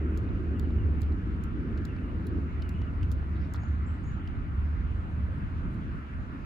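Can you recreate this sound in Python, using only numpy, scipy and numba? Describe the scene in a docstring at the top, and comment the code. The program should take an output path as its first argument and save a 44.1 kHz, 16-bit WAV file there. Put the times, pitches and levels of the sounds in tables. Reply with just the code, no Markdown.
"""A stone jetty by the sea, a skipping rope slapping it some metres off, two microphones a hand apart.
A deep, windy rumble throbs around a wavering boom, and the hiss of the sea flickers band by band.
Rope and shoes are cracks and bursts of grit ringing fixed modes; landings are dull knocks.
Small birds call, low and high: sliding sine whistles with unsteady level and a scattered echo."""
import sys
import numpy as np
from scipy import signal
from scipy.fft import rfft, irfft
from scipy.io import wavfile
from scipy.ndimage import uniform_filter1d
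from numba import njit

SR = 44100
rng = np.random.default_rng(int(sys.argv[2]) if len(sys.argv) > 2 else 0)


def unload_wav(signal):
    """Save mono or channel-first audio to the path in sys.argv[1] as 16-bit WAV at rate SR, clipped to [-1, 1]."""
    wavfile.write(
        sys.argv[1],
        SR,
        np.round(np.clip(np.atleast_2d(signal).T, -1, 1) * 32767).astype(np.int16),
    )


N = 284445  # length in samples
PAIR_LAG = 19  # samples across the microphone pair


def undb(db):
    """Decibels to gain."""
    return 10 ** (np.asarray(db) / 20)


def unit(x):
    """Scaled to rms 1."""
    return x / np.sqrt(np.mean(x ** 2))


@njit
def svf(x, hz, width):
    """State-variable filter with a moving centre: low and band outputs."""
    low, band = np.empty(len(x)), np.empty(len(x))
    band_state, low_state = 0., 0.
    for i in range(len(x)):
        g = np.tan(np.pi * hz[i] / SR)
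        k = width[i] / hz[i]
        v = (band_state + g * (x[i] - low_state)) / (1 + g * (g + k))
        low[i] = low_state + g * v
        band[i] = k * v
        band_state, low_state = 2 * v - band_state, low_state + 2 * g * v
    return low, band


def resonate(x, hz, width):
    """One fixed resonance."""
    centre = np.full(len(x), min(hz, .45 * SR))
    return svf(x, centre, np.full(len(x), 1. * width))[1]


def band_noise(lo_hz, hi_hz, count=N):
    """Steeply band-limited noise of rms 1."""
    sos = signal.butter(3, [lo_hz, hi_hz], "band", fs=SR, output="sos")
    return unit(signal.sosfilt(sos, rng.standard_normal(count)))


def pair(make, likeness):
    """Left and right from a shared and an opposed part."""
    c = np.clip(likeness, 0, 1)
    shared = np.sqrt(1 + c) * make()
    opposed = np.sqrt(1 - c) * make() * np.array([[1], [-1]])
    return (shared + opposed) / np.sqrt(2)


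def walk(rate):
    """Random levels held 1 / rate s and slewed twice; spread 1."""
    k = int(SR / rate)
    held = np.repeat(rng.standard_normal(N // k + 1), k)
    return unit(uniform_filter1d(uniform_filter1d(held, k), k)[:N])


def curves(table):
    """Columns of a table after its times, one value a sample."""
    s, *columns = np.transpose(table)
    return [np.interp(np.arange(N) / SR, s, c) for c in columns]


def add(out, s, sound):
    """Mixes a sound in at time s."""
    i = int(s * SR)
    out[:, i:i + sound.shape[-1]] += sound[..., :N - i]


# The deep boom, perhaps a far ship's engine, as the right microphone hears it.
# Each row: time in seconds, level in dB.
BOOM_SWELL = [(0, -28), (.15, -31), (.32, -35), (.45, -29), (1.15, -31), (1.3, -56), (1.65, -51),
              (1.8, -30.5), (1.95, -51), (2.4, -33.5), (2.55, -41), (2.95, -41), (3.1, -31), (3.35, -31),
              (3.6, -35.5), (3.75, -30), (4.0, -33.5), (4.1, -42.5), (4.45, -42), (4.6, -26.5), (4.75, -31),
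              (4.9, -42.5), (5.12, -41.5), (5.25, -26), (5.35, -56), (5.5, -41.5), (5.9, -49),
              (6.05, -43.5), (6.45, -51)]
BOOM_HZ, BOOM_WAVER = 74.48, .02  # pitch and the rms share it wavers by


def boom():
    """A sine of wavering pitch that swells and fades."""
    level_db, = curves(BOOM_SWELL)
    hz = BOOM_HZ * (1 + BOOM_WAVER * walk(15))
    return np.sqrt(2) * np.sin(2 * np.pi * np.cumsum(hz) / SR) * undb(level_db)


# The rumble around the boom, before the random throbbing of its low part.
# Each row: time in seconds, level of the low rumble in dB, level of the upper rumble in dB.
RUMBLE_SWELL = [(0, -31.5, -36), (.12, -35, -38), (.8, -31.5, -39.5), (1.4, -34, -41), (1.7, -35, -38.5),
                (2.0, -35, -41.5), (2.4, -32, -36.5), (2.52, -39.5, -45), (2.8, -32.5, -42),
                (3.5, -34.5, -43.5), (4.3, -34.5, -44), (5.5, -33, -44.5), (5.95, -34.5, -41),
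                (6.05, -48.5, -49.5), (6.18, -42.5, -44), (6.45, -45, -43.5)]
# The rumble's rough top, before its random flicker. Each row: time in seconds, level in dB.
FRINGE_SWELL = [(0, -57.5), (.75, -57.5), (.95, -69.5), (1.7, -62.5), (2.1, -61.5), (2.8, -61.5),
                (3.6, -65.5), (4.6, -75.5), (5.2, -62.5), (6.05, -72), (6.3, -58), (6.45, -69)]
THROB_DB, THROB_PER_S = 2, 12  # rms depth and rate of the random throbbing
DEEP_DB, MID_DB = -39.5, -38.5  # rumble below and above the boom, before throb and swell
FOLLOW = .4  # share of the low rumble's swell, in dB, that these two follow
# the top of the upper rumble rises with its level
EDGE_HZ, EDGE_AT_DB, EDGE_HZ_PER_DB = 313.4, -45, 10.5


def rumble():
    """Throbbing low noise around the boom; the broad noise above it dulls as it fades."""
    low_db, upper_db = curves(RUMBLE_SWELL)
    fringe_db, = curves(FRINGE_SWELL)

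    def throb():
        return undb(THROB_DB * walk(THROB_PER_S))

    low = undb(low_db) * pair(lambda: band_noise(54.3, 98.1), 0.88) * throb()
    deep = undb(DEEP_DB) * pair(lambda: band_noise(34.0, 58.2), 0.41) * throb()
    mid = undb(MID_DB) * pair(lambda: band_noise(61.8, 191.4), 0.89) * undb(0.97 * walk(12))
    swell = undb(FOLLOW * (low_db - low_db.mean()))
    edge_hz = EDGE_HZ + EDGE_HZ_PER_DB * (uniform_filter1d(upper_db, size=SR // 2) - EDGE_AT_DB)

    def dulled_noise():
        x = band_noise(211.4, 640)
        for damping in (2.0, 2.0, 1.2, 0.76):
            x = svf(x, edge_hz, damping * edge_hz)[0]
        return unit(x)

    upper = undb(upper_db) * pair(dulled_noise, 0.92)
    fringe = undb(fringe_db + 3.0 * walk(14)) * pair(lambda: band_noise(430, 696), 0.55)
    total = boom() + low + swell * (deep + mid) + upper + fringe
    return total * undb([[-.8], [0]])  # a little weaker on the left


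# Colour of the far sea, relative, before its flicker. Each row: frequency in Hz, density in dB per Hz.
SEA_COLOUR = [(300, -3), (520, -7), (800, -8.5), (1100, -5), (1350, -1.5), (1550, -5), (2200, -12.5),
              (2900, -17.5), (3150, -21.5), (4950, -34.5), (5500, -36), (9500, -45), (14600, -52.5),
              (16000, -61.5)]
SEA_DB = -50  # gain on the mixed and flickering hiss


def sea():
    """Far hiss from the left, the right and all around; narrow bands flicker each on its own."""
    hz = np.arange(N // 2 + 1) * SR / N
    points = np.array(SEA_COLOUR)
    colour = undb(np.interp(np.log(hz + 1), np.log(points[:, 0]), points[:, 1], left=-80))
    left, right, *around = (unit(irfft(rfft(rng.standard_normal(N)) * colour, N)) for _ in range(4))
    # a source to one side reaches the far microphone later
    from_left = 0.61 * np.array([left, np.roll(left, PAIR_LAG)])
    from_right = 0.3 * np.array([np.roll(right, PAIR_LAG // 2), right])
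    spectrum = rfft(from_left + from_right + 0.72 * np.array(around))
    octave = np.log2(hz / 400 + 1e-9)
    out = 0
    for k in range(19):
        share = np.clip(1 - abs(3 * octave - k + 1), 0, 1)  # overlapping third-octave bands
        out = out + irfft(spectrum * share, N) * undb(1.6 * walk(20))
    return undb(SEA_DB) * out


def lapping(count, db):
    """Faint brief tones, rising slightly, fleck the hiss like far water among the rocks."""
    out, t = np.zeros((2, N)), np.arange(SR // 20) / SR
    fade = np.exp(-t / .015) * np.minimum(t / .004, 1) * (1 - t / t[-1])
    for when, pitch, size, side in rng.random((count, 4)):
        hz = 1100 * 2 ** pitch
        ring = np.sin(2 * np.pi * hz * t * (1 + .5 * t)) * fade
        lag = int((2 * side - 1) * PAIR_LAG)
        add(out, when * N / SR, undb(db - 8 * size) * np.array([ring, np.roll(ring, lag)]))
    return out


WIDEN = 1.9, 1.4  # the two passes through each mode, as multiples of its tabled width


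def touches(table, modes, crack, ring_s, body_hz, likeness):
    """Each touch is a crack and a spray of grit (t60 ring_s) ringing the modes; body lies below body_hz."""
    out, t = np.zeros((2, N)), np.arange(2048) / SR
    decay = np.exp(-np.log(1000) * t / max(ring_s, .003))
    for s, db, treble_db, body_db, second_db in table:
        push = pair(lambda: rng.standard_normal(len(t)), likeness) * decay
        push[:, :60] *= np.linspace(0, 1, 60) ** 2  # the touch spreads before it cracks
        push[:, 60] += crack
        sound = np.zeros((2, len(t)))
        for k, (hz, width, mode_db) in enumerate(modes):
            gain_db = mode_db + treble_db * (hz > 8000) + body_db * (hz < body_hz) + second_db * (k == 1)
            gain = (-1) ** k * undb(gain_db)  # neighbouring modes in opposite phase
            for side in range(2):
                once = resonate(push[side], hz, WIDEN[0] * width)
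                sound[side] += gain * resonate(once, hz, WIDEN[1] * width)
        loudness = np.sqrt(np.mean(sound[:, 30:160] ** 2))  # rms around the crack
        add(out, s - 60 / SR, sound * undb(db) / loudness)
    return out


# Rope on stone, each touch of a slap, before the skipper is placed. Each row: crack time in seconds,
# level in dB, then boosts in dB of the modes above 8 kHz, of the body and of the second mode.
ROPE_TOUCHES = [(0.1749, -51.5, 1, -4, 1), (0.1812, -60, -2, -5, 0), (0.596, -49, 2, 9.5, -11),
                (1.0085, -72, 5, -8, 0), (1.0102, -66, 0, -8, 0), (1.0176, -50, 3, -2.5, 1),
                (1.0201, -60, 1, -1, 0), (1.0319, -56, -20, 20, -11), (1.4379, -54.5, -1, -9, 0),
                (1.4404, -62, 6, -5, 0), (1.8523, -49.5, -4, -3, 6), (1.8554, -59, 5, -2, 0),
                (2.2676, -60, 5, 2, -2), (2.2691, -55, 7, -1, -4), (2.2712, -57, 1, 4, -1),
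                (2.6917, -53.5, 2, -3, 0), (2.6936, -57.5, -2, -6, 1), (3.1167, -49.5, -0.5, -5.5, 3.5),
                (3.1236, -57, 0, -9, 5), (3.5376, -49.5, 0, -14, 1), (3.5503, -58, -8, 3, 1),
                (3.5572, -60, -14, 2, 3), (3.5600, -57, -6, 6, -3), (3.5612, -61, -6, 4, -3),
                (3.566, -61, -15, 12, -8), (3.6852, -67.5, -8, 0, -4)]
# Modes of rope on stone. Each row: centre in Hz, width in Hz before widening, gain in dB before boosts.
ROPE_MODES = [(3300, 700, -5), (4230, 1000, 3.5), (5800, 1500, -5.5), (7200, 1200, -1), (9330, 960, -19.5),
              (10950, 2200, -5.5), (12900, 1400, -12), (14740, 2000, -4)]
ROPE_LAG_S = 1.4e-5  # the rope reaches the right microphone a little later


def rope_slaps():
    """The rope cracks on the stone and its grit rings bright modes."""
    left, right = touches(ROPE_TOUCHES, ROPE_MODES, crack=3.7, ring_s=0.015, body_hz=5000, likeness=0.27)
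    turn = np.exp(-2j * np.pi * np.arange(N // 2 + 1) * SR / N * ROPE_LAG_S)
    return np.array([left, irfft(rfft(right) * turn, N)])


# Dull knocks of the landings, before the skipper is placed.
# Each row: start in seconds, peak level in dB, centre in Hz.
LANDINGS = [(.289, -45, 900), (.705, -42, 900), (1.122, -41, 750), (1.964, -42, 1000), (2.817, -40, 700),
            (3.228, -40, 650), (3.545, -34, 950), (3.635, -37.5, 800)]
KNOCK_RING_S, HEEL_S = .017, .0004  # t60 of the blow's noise; length of the heel's push


def landing_knocks():
    """A softened blow, heel first, rings one broad low resonance twice over."""
    out, t = np.zeros((2, N)), np.arange(2048) / SR
    for s, db, hz in LANDINGS:
        blow = rng.standard_normal(len(t)) * np.exp(-np.log(1000) * t / KNOCK_RING_S)
        blow[0] += 20.  # the heel lands first
        soft = np.convolve(blow, np.hanning(int(HEEL_S * SR)))[:len(t)]
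        thud = resonate(resonate(soft, hz, .75 * hz), hz, .75 * hz)
        add(out, s, undb(db) * thud / np.abs(thud).max())
    return out


# Duller taps of shoes and handles, before the skipper is placed. Each row: crack time in seconds,
# level in dB, then boosts in dB of the modes above 8 kHz, of the body and of the second mode.
SHOE_TOUCHES = [(0.2897, -63, -25, -9, 13), (0.7057, -65, -25, -6, 16), (1.1221, -63, -22, -7, 6),
                (1.7758, -58, -18, -12, 2), (1.7804, -60, -25, -6, 2), (1.9643, -64, -26, -7, 4),
                (2.6213, -54.5, -19, -4, 10), (2.6227, -53, -23, -5, 9), (2.8173, -61, -37, 1, 4),
                (3.0303, -50, -21, -2.5, -8), (3.5447, -53, -17, -10, 15), (3.6345, -64, -30, -14, -1),
                (3.9635, -71, -19, -10, 0), (4.2747, -53, -19, -5, -2)]
# Modes of a tap. Each row: centre in Hz, width in Hz before widening, gain in dB before boosts.
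SHOE_MODES = [(2930, 220, 11.5), (3700, 500, -7.5), (4450, 1500, -6.5), (7200, 2500, -26.5),
              (11000, 3000, -3.5), (15000, 2000, -6.5)]


def shoe_taps():
    """Shoes and handles tap the stone: a weaker crack, longer grit and less treble."""
    return touches(SHOE_TOUCHES, SHOE_MODES, crack=2.8, ring_s=.022, body_hz=3500, likeness=0.82)


def bird_tail():
    """Scattered echoes of a call: noise that builds up over 25 ms and dies away."""
    t = np.arange(SR // 4) / SR
    return rng.standard_normal((2, len(t))) * undb(-31.5) * np.exp(-t / 0.06) * np.clip(t / 0.025, 0, 1)


# Far birds, short sliding notes. Each row: start in seconds, length in seconds, start pitch in Hz,
# end pitch in Hz, peak level in dB before roughness and echo, roughness from 0 to 1.
LOW_BIRD_NOTES = [(0.544, 0.05, 3020, 2700, -62, 0.3), (.622, .02, 3190, 3080, -70, .6),
                  (0.645, 0.022, 3050, 2720, -60, 0.3), (0.78, 0.038, 3020, 2720, -62, .2),
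                  (0.817, 0.031, 2850, 2680, -64, 0.4), (1.878, 0.053, 2960, 2540, -58.5, .3),
                  (1.98, 0.018, 2550, 2670, -59, .5), (2.022, 0.05, 3000, 2670, -62, .2),
                  (2.086, 0.036, 3000, 2740, -61, 0.2), (2.639, 0.034, 3020, 2800, -59, 0.2),
                  (2.67, 0.036, 2820, 2720, -61, 0.3), (2.739, 0.041, 3000, 2820, -59.5, .3),
                  (2.783, 0.024, 2900, 3000, -63, 0.4), (2.815, 0.035, 2940, 2900, -62.5, .6),
                  (2.867, .04, 2950, 2530, -61, 0.5), (3.882, 0.045, 3130, 2980, -71, 0.4),
                  (3.925, 0.031, 2960, 2920, -71, 0.3), (3.974, 0.042, 2960, 2910, -67, .2),
                  (4.068, .06, 2960, 2810, -69, .3), (4.192, .05, 3100, 3020, -69, .4),
                  (3.36, .02, 3700, 4260, -70.5, .8), (3.394, 0.015, 4600, 5250, -73, .6),
                  (3.412, .016, 4800, 5150, -75, .8), (3.44, 0.018, 3720, 3800, -68, 0.5)]


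def low_birds():
    """Sliding sines roughened by noise in their level, with a fainter scattered tail."""
    dry_notes = np.zeros((2, N))
    for s, length, start_hz, end_hz, db, rough in LOW_BIRD_NOTES:
        n = int(length * SR)
        phase = 2 * np.pi * np.cumsum(np.linspace(start_hz, end_hz, n)) / SR
        roughness = 1 + rough * band_noise(40, 400, count=n)
        add(dry_notes, s, undb(db) * np.hanning(n) ** 0.3 * roughness * np.sin(phase))
    return dry_notes + undb(-8.5) * signal.fftconvolve(dry_notes, bird_tail(), axes=1)[:, :N]


# Soft brushing of soles and cloth, before the skipper is placed.
# Each row: start in seconds, length in seconds, centre in Hz, width in Hz, level in dB before the swell.
BRUSHES = [(3.33, 0.07, 3900, 1200, -70), (3.37, 0.14, 4600, 1800, -71), (3.95, .11, 4300, 900, -76),
           (5.71, .07, 8700, 9600, -76), (5.37, 0.033, 9700, 5060, -80)]


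def brushing():
    """Band-limited hiss that swells softly and falls."""
    out = np.zeros((2, N))
    for s, length, hz, width, db in BRUSHES:
        n = int(length * SR)
        hiss = pair(lambda: band_noise(hz - width / 2, hz + width / 2, count=n), 0.48)
        add(out, s, undb(db) * np.hanning(n) * hiss)
    return out


# Thin high bird, one list a call.
# Each row: time in seconds, pitch in Hz, level in dB before flutter and echo.
HIGH_BIRD_CALLS = [
    [(3.592, 7100, -91), (3.6, 6650, -76), (3.612, 6560, -73), (3.636, 6830, -72), (3.658, 6540, -73),
     (3.665, 6500, -96)],
    [(3.855, 6960, -91), (3.865, 7200, -73.5), (3.884, 7600, -70), (3.896, 7900, -76), (3.905, 7950, -92)],
    [(4.026, 8750, -84), (4.032, 8300, -76), (4.04, 6900, -73), (4.046, 6600, -74), (4.055, 6450, -72),
     (4.068, 6930, -72), (4.092, 6980, -70), (4.104, 6650, -73), (4.115, 6500, -95)],
]
BIRD_ECHO_S, BIRD_ECHO_DB = .075, -15  # one faint distinct echo
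BIRD_FLUTTER = .15  # rms unsteadiness of its level


def high_bird():
    """A near-sine whistle off to the left, reaching that microphone first, smeared by echoes."""
    whistle = np.zeros((1, N))
    for call in HIGH_BIRD_CALLS:
        s, hz, db = np.transpose(call)
        t = np.arange(s[0], s[-1], 1 / SR)
        phase = 2 * np.pi * np.cumsum(np.interp(t, s, hz)) / SR
        flutter = 1 + BIRD_FLUTTER * band_noise(30, 200, count=len(t))
        add(whistle, s[0], np.sqrt(2) * undb(np.interp(t, s, db)) * flutter * np.sin(phase))
    direct = np.vstack([whistle, np.roll(whistle, PAIR_LAG)])
    smear = signal.fftconvolve(np.repeat(whistle, 2, axis=0), bird_tail(), axes=1)[:, :N]
    echo = undb(BIRD_ECHO_DB) * np.roll(whistle, int(BIRD_ECHO_S * SR))
    return direct + smear + echo


def rock_scatter(sound):
    """The rocks around scatter each touch into a faint short tail."""
    t = np.arange(SR // 20) / SR
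    rocks = undb(-39) * rng.standard_normal((2, len(t))) * np.exp(-t / 0.017)
    return signal.fftconvolve(sound, rocks, axes=1)[:, :N]


def scene():
    """The skipper stands ahead, a little louder on the right, amid sea, rumble and birds."""
    surroundings = rumble() + sea() + lapping(count=160, db=-54)
    rope_and_shoes = rope_slaps() + shoe_taps()
    skipper = rope_and_shoes + landing_knocks() + brushing() + rock_scatter(rope_and_shoes)
    return surroundings + skipper * undb([[-2.5], [0]]) + low_birds() + high_bird()


def record(dry):
    """The recorder cuts the top steeply above 16 kHz."""
    return signal.sosfilt(signal.ellip(8, .2, 70, 16000, fs=SR, output="sos"), dry)


dry = scene()
out = record(dry)
unload_wav(out)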